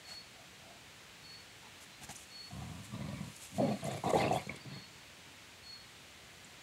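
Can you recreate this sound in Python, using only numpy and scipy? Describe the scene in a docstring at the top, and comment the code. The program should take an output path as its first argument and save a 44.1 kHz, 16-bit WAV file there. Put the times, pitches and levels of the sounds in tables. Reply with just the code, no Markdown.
"""A gravel yard, the microphone a few steps from two large dogs tugging at a rag.
They snort, then growl: first low with the jaws shut, then in rough open snarls, then three short grunts.
Slack vocal folds slap unevenly and ring belly, chest and mouth; air rasps through the muzzle.
Paws scuff the pebbles, which click together. Beyond the dogs a small bird pipes a plain note
and others answer from farther off, over a steady outdoor hiss."""
import sys
import numpy as np
from scipy import signal
from scipy.fft import rfft, irfft, next_fast_len
from scipy.io import wavfile
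from scipy.ndimage import uniform_filter1d

SR = 44100
rng = np.random.default_rng(int(sys.argv[2]) if len(sys.argv) > 2 else 0)


def log_audio(samples):
    """Write samples as a 16-bit WAV file to the path given in sys.argv[1]."""
    # one column per channel
    frames = np.atleast_2d(samples).T
    # limit to full scale, then quantise
    limited = np.clip(frames, -1, 1)
    pcm = np.round(limited * 32767).astype(np.int16)
    wavfile.write(sys.argv[1], SR, pcm)


N = 292262
TIME = np.arange(N) / SR


def growls():
    """The dogs' voices, a few steps from the microphone: one push of breath for each growl."""
    # start/s, attack/s, hold/s, release/s, sag over the hold/dB; then, at full effort: belly/dB, chest/dB,
    # mouth/dB, cheeks/dB, rasp/dB, chest resonance/Hz, flap rate/Hz; last, roughness/0-1
    breaths = [ (2.488, 0.056, 0.25, 0.11, 2, -50.5, -48, -59.5, -62, -65, 154, 74, 0.3),
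               (2.867, .09, 0.33, 0.039, 4, -51, -45.5, -56, -60.5, -60.5, 185, 68, 0.44),
               (3.505, 0.03, 0.032, 0.02, -2, -57, -50.5, -66, -70, -62, 169, 103, 0.25),
               (3.556, 0.048, 0.14, 0.055, 6, -49, -34.5, -34.5, -54.5, -53.5, 236, 111, 0.3),
               (3.787, 0.055, .14, 0.043, 1.5, -54, -44, -43, -57, -52, 155, 94, 0.67),
               (4.033, 0.0096, 0.066, 0.03, -3, -54, -44, -38.5, -46.5, -51.5, 205, 100, 0.7),
               (4.131, 0.004, 0.146, 0.023, 2, -49, -38, -33, -46.5, -44, 189, 95, .62),
               (4.27, 0.03, 0.078, 0.059, 2.5, -49.5, -40.5, -36.5, -50, -51.5, 180, 77, 0.64),
               (4.482, 0.012, .035, 0.091, 3.5, -55, -48, -51.5, -57.5, -57, 203, 89, .6),
               (4.641, 0.014, 0.044, 0.024, 6, -57, -45, -57, -65, -58, 140, 118, 0.23),
               (4.702, 0.013, 0.031, 0.025, 2, -64, -46.5, -58, -70, -61, 156, 134, 0.25),
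               (4.753, 0.01, 0.013, 0.073, 3, -60, -45.5, -54.5, -65, -59, 146, 120, 0.27)]
    out = np.zeros(N)
    for row in breaths:
        add(out, *growl(*row))
    return out


def growl(start, attack, hold, release, sag_db, belly_db, chest_db, mouth_db, cheeks_db, rasp_db,
          chest_hz, flap_hz, rough):
    """The folds ring belly, chest, mouth and cheeks; air rasps in the muzzle. Gives start and sound."""
    length = attack + hold + release
    t = np.arange(-.05, length + .05, 1 / SR)
    push_db = effort(t, attack, hold, release, sag_db)
    belly_hz = min(.78 * flap_hz, 90)  # slower flaps reach deeper
    # more effort slows the flaps and raises the chest resonance (octaves per dB)
    flap_hz = flap_hz * 2 ** (-0.14 * push_db)
    chest_hz = chest_hz * 2 ** (0.1 * push_db)
    mouth_db = mouth_db - 17 * np.clip(1 - t / attack, 0, 1)  # the jaws open over the attack
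    rasp_db = rasp_db - 9.5 * (2 * t / length - 1) ** 2  # the lips lift toward the middle
    gape = np.clip((rasp_db + 72) / 15, .2, 1.3)
    voice, puffs = folds(t, flap_hz, rough)
    loose_tissue, _ = folds(t, 0.78 * flap_hz, rough)  # the throat flaps at its own slower rate
    voice = voice + amp(-5) * rough * loose_tissue
    belly = band(voice, belly_hz, 129)
    cheeks = band(.5 * voice + puffs, 930, 1188, order=3)
    shake = amp(1.5 * wander(t, 33.3))  # the tugging head shakes cheeks and muzzle
    sound = (amp(belly_db + push_db) * steady(belly, 0.038)
             + amp(chest_db + push_db) * steady(chest(voice, chest_hz))
             + amp(mouth_db + 1.7 * push_db) * steady(mouth(start + t, voice, puffs, gape))
             + amp(cheeks_db + 0.81 * push_db) * shake * steady(cheeks)
             + amp(rasp_db) * shake * steady(muzzle(t, length, voice, puffs)))
    gate = np.sqrt(np.clip(np.minimum(t, length - t) / 0.0045 + .5, 0, 1))
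    return start + t[0], sound * gate


def effort(t, attack, hold, release, sag_db, slack_db=17):
    """The push behind a growl in dB: it builds, sags while held, and lets go."""
    rising = np.clip(1 - t / attack, 0, 1)
    held = np.clip((t - attack) / hold, 0, 1)
    falling = np.clip((t - attack - hold) / release, 0, 1)
    return -slack_db * (rising ** 1.6 + falling ** 0.91) - sag_db * held


def folds(t, flap_hz, rough, jitter=.5, shimmer_db=7, leak=0.56):
    """Slack folds slap shut at uneven moments; a puff of air follows each slap. Gives voice and puffs."""
    cycles = np.cumsum(flap_hz * np.exp(jitter * rough * wander(t, 110))) / SR
    force = amp(shimmer_db * rough * wander(t, 80.3))
    slaps = np.diff(np.floor(cycles), prepend=0) * force
    airflow = np.sqrt(force) * (leak + np.exp(-(cycles % 1) / 0.35))
    puffs = unit(rng.standard_normal(len(t)) * airflow)
    return unit(slaps) + rough * puffs, puffs


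def chest(voice, hz):
    """The chest booms broadly, under a narrow ring of the windpipe."""
    boom = resonate_twice(voice, hz, width_hz=150)
    windpipe = resonate(voice, 257, width_hz=40)
    return band(boom + amp(-9) * windpipe, 107, 289, order=6)


def mouth(t, voice, puffs, gape, jaw_wobble=0.024):
    """Mouth and pharynx resonances move with the jaw; a wide snarl adds turbulence across their band."""
    # path of the mouth resonance: t/s, f/Hz
    mouth_path = [(2.5, 730), (2.7, 726), (2.96, 610), (3.2, 584), (3.59, 630), (3.625, 550), (3.65, 557),
                  (3.68, 710), (3.72, 700), (3.86, 640), (3.92, 690), (3.98, 610), (4.05, 726), (4.11, 745),
                  (4.135, 680), (4.16, 776), (4.215, 775), (4.245, 670), (4.31, 713), (4.4, 730),
                  (4.52, 520), (4.73, 430)]
    mouth_hz = curve(mouth_path, t) * (1 + jaw_wobble * wander(t, 18.1))
    pharynx_hz = 435 * (1 + jaw_wobble * wander(t, 20))
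    vowel = resonate(voice, mouth_hz, width_hz=70) - amp(-5) * resonate(voice, pharynx_hz, width_hz=52)
    turbulence = amp(-8) * gape * puffs
    return band(vowel + turbulence, 289.5, 814, order=11)


def muzzle(t, length, voice, puffs, lip_draw=0.11, quiver=0.034, flare_db=4):
    """Air rasps in the muzzle: its resonances climb as the lips draw back, and flare as they quiver."""
    # upper resonances of the muzzle: f/Hz, width/Hz, relative level/dB
    resonances = [(1840, 170, -2.5), (2084, 69, 5), (2330, 100, -0.5), (2680, 200, -1.5), (3450, 310, -1.5),
                  (4240, 440, -1)]
    drawn = 1 + lip_draw * (t / length - .5)
    breath = puffs + 0.27 * voice
    rasp = np.zeros(len(t))
    for hz, width_hz, db in resonances:
        gain = amp(db + flare_db * wander(t, 60.8))
        rasp += gain * resonate(breath, hz * (drawn + quiver * wander(t, 29.9)), width_hz)
    return band(rasp, 1240, 4250, order=3)


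def jolts(voices, stall=0.33, stall_s=0.0087, surge=0.16, surge_s=0.028):
    """A dog jerks at the rag: the folds stall, one hard slap rings chest and mouth, the voice surges."""
    # jerks: t/s, chest level/dB, mouth level/dB, mouth f/Hz, mouth decay/s
    jerks = [(2.506, -60, -49, 714, 0.0052), (2.549, -43, -58, 725, .004), (2.617, -38, -45.5, 735, 0.0037),
             (2.713, -39, -56, 726, 0.0018), (2.936, -34.5, -53, 640, .002), (3.005, -38, -43.5, 603, .003),
             (3.041, -31, -48, 590, .002), (3.081, -32, -45.5, 557, 0.0052), (3.128, -33, -44, 580, 0.0028),
             (3.206, -33, -50, 620, 0.0022), (3.582, -40, -33, 690, 0.0034), (3.596, -44, -26, 664, 0.0036),
             (3.708, -39, -33.5, 700, 0.0042), (3.848, -28.5, -45, 646, 0.0014),
             (3.882, -29, -33, 629, 0.0019), (4.038, -45, -27.5, 810, 0.0011),
             (4.061, -29, -36, 620, 0.0013), (4.095, -46, -39, 729, 0.004),
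             (4.1335, -31, -19.5, 474, 0.0013), (4.145, -36, -24, 540, 0.0035),
             (4.156, -39, -23.5, 787, 0.0028), (4.207, -31, -28, 810, 0.00089),
             (4.238, -31, -27, 520, 0.0011), (4.263, -34, -31, 665, 0.0014), (4.31, -45, -23, 737, 0.0032),
             (4.333, -48, -26.5, 680, 0.0025), (4.36, -36, -23, 715, 0.0013),
             (4.467, -35.5, -41, 450, 0.0017), (4.493, -42, -40.5, 520, 0.0016),
             (4.544, -56, -43, 346, 0.0014), (4.562, -43, -48, 350, 0.0017)]
    chest_hz, chest_decay = 170, 0.0025
    slaps, drive = np.zeros(N), np.ones(N)
    t = np.arange(2048) / SR
    for s, chest_db, mouth_db, mouth_hz, mouth_decay in jerks:
        add(drive, s - 0.98 * stall_s, -stall * puff(stall_s)[1])
        add(drive, s, surge * puff(surge_s)[1])
        for db, hz, decay in (chest_db, chest_hz, chest_decay), (mouth_db, mouth_hz, mouth_decay):
            envelope = t / decay * np.exp(1 - t / decay)
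            add(slaps, s, amp(db) * envelope * np.sin(2 * np.pi * hz * t))
    return voices * np.maximum(drive, 0) + band(slaps, 80, 1730, order=3)


def groans(waver=.012, shimmer_db=1.0):
    """For a moment the folds swing evenly, and one clean partial glides through the roughness."""
    # clean pitches inside the snarls: t/s, length/s, from f/Hz, to f/Hz, level/dB
    glides = [(3.585, .085, 275, 245, -31.5), (3.655, .075, 240, 212, -36.5), (3.603, 0.064, 570, 548, -33),
              (3.672, 0.034, 417, 410, -40.5), (4.135, .05, 452, 446, -31.5), (4.185, .1, 444, 430, -37),
              (4.145, 0.034, 795, 783, -30)]
    out = np.zeros(N)
    for s, length, from_hz, to_hz, db in glides:
        t, shape = puff(length)
        hz = np.linspace(from_hz, to_hz, len(t)) * (1 + waver * wander(t, 70))
        tone = np.sin(2 * np.pi * np.cumsum(hz) / SR)
        add(out, s, amp(db + shimmer_db * wander(t, 88)) * shape * tone)
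    return out


def squeaks():
    """Air squeezed between lips and teeth rings one narrow, gliding peak."""
    # lip squeaks: t/s, length/s, from f/Hz, to f/Hz, level/dB
    glides = [(3.0, 0.043, 2070, 2100, -58.5), (3.13, 0.075, 2260, 2290, -58),
              (4.063, 0.032, 3680, 3570, -53), (4.09, 0.015, 2060, 2080, -50),
              (4.135, .022, 1980, 1960, -46), (4.163, 0.03, 3420, 4200, -47),
              (4.195, 0.025, 2060, 2010, -40), (4.227, 0.019, 2690, 2550, -41),
              (4.274, .016, 2700, 2750, -42.5), (4.323, 0.016, 2700, 2500, -46.5),
              (4.344, 0.042, 3230, 3480, -47.5), (4.37, 0.049, 2240, 2240, -49)]
    out = np.zeros(N)
    for s, length, from_hz, to_hz, db in glides:
        t, shape = puff(length)
        hz = np.linspace(from_hz, to_hz, len(t))
        ring = resonate_twice(rng.standard_normal(len(t)), hz, width_hz=170)
        add(out, s, amp(db) * shape * steady(ring, 0.0098))
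    return out


def snorts():
    """Air forced past the rag: a nasal ring, a hiss and a low flutter of the lips."""
    # snorts: t/s, length/s, ring level/dB, ring f/Hz, hiss level/dB, flutter level/dB
    blows = [(.05, 0.13, -61.5, 714, -55.5, -74), (0.329, 0.16, -64.5, 680, -77, -80),
             (0.575, 0.24, -62, 670, -81, -72), (1.61, 0.085, -61.5, 920, -77, -77),
             (2.009, 0.025, -57, 800, -55.5, -59), (2.028, 0.032, -68, 850, -52.5, -53),
             (2.087, 0.015, -49, 820, -49, -50), (2.094, 0.03, -52, 755, -52, -60)]
    # spectrum of the breath hiss: f/Hz, relative level/dB
    hiss_spectrum = [(50, -19), (260, -12), (450, -9), (1000, -6), (1700, 1), (3000, -4), (5000, -5.5),
                     (7500, -4), (11000, -14), (16000, -25)]
    out = np.zeros(N)
    for s, length, ring_db, ring_hz, hiss_db, flutter_db in blows:
        t, shape = puff(length)
        ring, hiss, flutter = rng.standard_normal((3, SR // 2))
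        ring = unit(resonate_twice(ring, ring_hz, width_hz=190)[-len(t):])
        flutter = unit(resonate_twice(flutter, 155, width_hz=130)[-len(t):])
        hiss = unit(colour(hiss, hiss_spectrum)[:len(t)])
        add(out, s, shape * (amp(ring_db) * ring + amp(hiss_db) * hiss + amp(flutter_db) * flutter))
    return out


def gravel(clicks_per_pitch_per_s=700, ring_cycles=5.25):
    """Many pebbles of different sizes click together, swelling under each paw."""
    # loose gravel shifting underfoot: t/s, relative level/dB
    trample = [(1.9, -86), (2.2, -67.5), (2.6, -62.5), (3.05, -64.5), (3.35, -57.5), (3.7, -60),
               (4.4, -58.5), (4.7, -80), (5.1, -81)]
    # paw scuffs: t/s, length/s, relative level/dB
    scuffs = [(1.797, 0.059, -56.5), (2.025, 0.033, -50.5), (2.097, 0.041, -50.5), (2.142, 0.033, -55),
              (2.16, 0.098, -57.5), (2.829, 0.044, -57), (3.361, 0.0088, -52), (3.396, 0.086, -54),
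              (3.542, 0.053, -56), (3.847, 0.049, -53.5), (3.902, 0.051, -58), (3.961, 0.026, -58),
              (4.028, 0.069, -60), (4.088, 0.027, -48.5), (4.105, 0.15, -52.5), (4.309, 0.08, -54),
              (4.403, 0.018, -62), (4.557, 0.011, -53)]
    # colour of the crunch: f/Hz, gain/dB
    crunch_colour = [(1500, -7), (3500, -9.5), (5200, -10), (7200, -1), (9000, -4), (11800, -7.5),
                     (13200, -17), (16000, -19)]
    push = amp(curve(trample, TIME))
    for s, length, db in scuffs:
        add(push, s, amp(db) * puff(length)[1])
    grains, t = np.zeros(N), np.arange(512) / SR
    for hz in np.geomspace(2500, 15000, num=24):
        clicks = np.zeros(N)
        when, softness, polarity = rng.random((int(clicks_per_pitch_per_s * N / SR), 3)).T
        clicks[(when * N).astype(int)] = amp(-4 * np.log(softness + 0.08)) * np.sign(polarity - .5)
        pebble = np.sqrt(hz) * np.exp(-t * hz / ring_cycles) * np.sin(2 * np.pi * hz * t)
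        grains += signal.oaconvolve(clicks, pebble)[:N]
    return amp(-1.5) * push * steady(colour(grains, crunch_colour), 0.03)


def clacks(spread=1.12):
    """Pebbles, teeth and wood knock sharply; each knock rings briefly in a narrow band."""
    # knocks: t/s, peak level/dB, f/Hz, t60/s
    knocks = [(2.165, -40, 9400, 0.015), (2.158, -40, 6400, 0.042), (3.843, -35.5, 10100, 0.011),
              (3.853, -39, 6830, .025), (3.916, -42, 7430, .025), (4.042, -46, 7190, .02),
              (4.105, -33.5, 7500, 0.017), (4.326, -39.5, 6670, .025), (4.349, -43, 8500, .02),
              (4.364, -43, 10800, .018), (4.471, -47, 6800, .014), (4.493, -30.5, 2310, 0.028),
              (6.445, -46, 7800, 0.033)]
    out, t = np.zeros(N), np.arange(4096) / SR
    for s, db, hz, t60 in knocks:
        burst = rng.standard_normal(len(t)) * amp(-60 * t / t60)
        ring = band(burst, hz / spread, hz * spread, order=3)
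        add(out, s, amp(db) * ring / abs(ring).max())
    return out


def near_bird(note_s=0.225, peak_s=0.1, ends_db=-12.5, lift_hz_per_s=100, dip_hz=35.2):
    """One bird pipes about once a second: each note swells and fades, its pitch dips and then lifts."""
    # notes: t/s, f/Hz, level at the crest/dB
    notes = [(0.035, 4380, -50.5), (1.221, 4400, -52.5), (2.282, 4394, -51.5), (3.551, 4360, -58),
             (4.681, 4365, -55.5), (5.615, 4347, -53)]
    out, t = np.zeros(N), np.arange(0, note_s, 1 / SR)
    swell_db = ends_db * abs(np.interp(t, [0, peak_s, note_s], [-1, 0, 1])) ** 1.94
    bend_hz = lift_hz_per_s * (t - peak_s) + dip_hz * (.5 - np.sin(np.pi * t / note_s))
    for s, hz, db in notes:
        add(out, s, whistle(t, hz + bend_hz, db + swell_db, waver=0.0054))
    return out


def far_birds():
    """Other birds answer from farther off with faint, less steady whistles."""
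    # answers: t/s, length/s, f/Hz, relative level/dB
    answers = [(1.87, 0.16, 4070, -65), (2.879, 0.16, 4010, -66), (4.395, 0.1, 4150, -59),
               (4.59, 0.05, 4660, -59.5), (4.88, 0.18, 4480, -65.5)]
    out = np.zeros(N)
    for s, length, hz, db in answers:
        t, shape = puff(length)
        add(out, s, shape * whistle(t, hz, db, waver=0.0194))
    return out


def whistle(t, hz, db, waver):
    """A nearly pure note that wavers a little and flutters on its way through the trees."""
    phase = 2 * np.pi * np.cumsum(hz * (1 + waver * wander(t, 90.5))) / SR
    flutter_db = 2 * wander(t, 70)
    return np.sqrt(2) * amp(db + flutter_db) * np.sin(phase) * signal.windows.tukey(len(t), .25)


def yard_echo(x, t60):
    """Sparse scattered echoes come back from the woodpile and the bushes."""
    t = np.arange(SR // 2) / SR
    taps = rng.standard_normal(len(t)) * (rng.random(len(t)) < .04)
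    taps *= (t > .006) * amp(-60 * t / t60)
    return signal.fftconvolve(x, taps / np.linalg.norm(taps))[:N]


def air(level_db=-55.5):
    """Steady outdoor hiss with a low rumble, behind everything."""
    # outdoor ambience: f/Hz, relative level/dB
    spectrum = [(25, -12), (45, -4.5), (80, -.5), (140, -.5), (250, -5), (400, -7), (750, -8), (1200, -9),
                (2300, -5.5), (4000, -9), (5400, -14), (7300, -14), (11500, -24.5), (15500, -27.5)]
    swell_db = .25 * wander(TIME, 4)
    return amp(level_db + swell_db) * unit(colour(rng.standard_normal(N), spectrum))


def amp(db):
    """Decibels to gain."""
    return 10 ** (np.asarray(db) / 20)


def unit(x):
    """Scales to rms 1."""
    return x / np.sqrt(np.mean(x ** 2) + 1e-20)


def steady(x, seconds=0.019):
    """Scales to a running rms of 1, keeping the flutter faster than the given time."""
    size = max(int(seconds * SR), 2)
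    power = uniform_filter1d(uniform_filter1d(x ** 2, size), size)
    return x / np.sqrt(abs(power) + 1e-14)


def curve(points, t):
    """A line through (t/s, value) points, read at the times t."""
    return np.interp(t, *np.transpose(points))


def add(mix, s, sound):
    """Mixes a sound in at s seconds."""
    part = mix[max(round(s * SR), 0):][:len(sound)]
    part += sound[:len(part)]


def colour(x, points):
    """Filters by a spectrum of (f/Hz, gain/dB) points."""
    hz, db = np.transpose(points)
    size = next_fast_len(len(x), real=True)
    gain = amp(np.interp(np.log(np.fft.rfftfreq(size, 1 / SR) + 1), np.log(hz), db))
    return irfft(rfft(x, size) * gain, size)[:len(x)]


def band(x, low_hz, high_hz, order=4):
    """Causal band-pass."""
    return signal.sosfilt(signal.butter(order, [low_hz, high_hz], "band", fs=SR, output="sos"), x)


def resonate(x, hz, width_hz):
    """A resonance of gain 1 that follows the curve hz."""
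    turn = np.exp(2j * np.pi * np.cumsum(hz * np.ones(len(x))) / SR)
    pole = np.exp(-np.pi * width_hz / SR)
    return 2 * (turn * signal.lfilter([1 - pole], [1, -pole], x / turn + 1e-18)).real


def resonate_twice(x, hz, width_hz):
    """Two like resonances in series, for steeper skirts."""
    return resonate(resonate(x, hz, width_hz), hz, width_hz)


def wander(t, per_s):
    """Smooth random drift of rms about 1."""
    knots = rng.standard_normal(2048)
    fine = signal.resample(knots, 8 * len(knots))
    return np.interp((t - t[0]) * per_s, np.linspace(0, len(knots), len(fine)), fine)


def puff(length):
    """Times and rounded envelope of a short burst."""
    t = np.arange(int(length * SR)) / SR
    return t, signal.windows.tukey(len(t), .7)


def scene():
    """Dogs and gravel close by, birds beyond, the farthest with the most echo; both channels alike."""
    close = jolts(growls()) + groans() + squeaks() + snorts() + gravel() + clacks()
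    close_echo = amp(-10.5) * yard_echo(close, t60=0.28)
    bird, answers = near_bird(), far_birds()
    bird_echo = yard_echo(amp(-11) * bird + amp(-3) * answers, t60=0.63)
    mono = close + close_echo + bird + amp(-5) * answers + bird_echo + air()
    return np.array([mono, mono])


def record(dry, low_cut_hz=54, high_cut_hz=15780):
    """The microphone drops the deepest bass, and the top of the treble is cut off."""
    thin = signal.sosfilt(signal.butter(7, low_cut_hz, "high", fs=SR, output="sos"), dry)
    low_pass = signal.firwin(801, high_cut_hz, window=("kaiser", 9), fs=SR)
    return signal.oaconvolve(thin, low_pass[None], "same")


dry = scene()
out = record(dry)
log_audio(out)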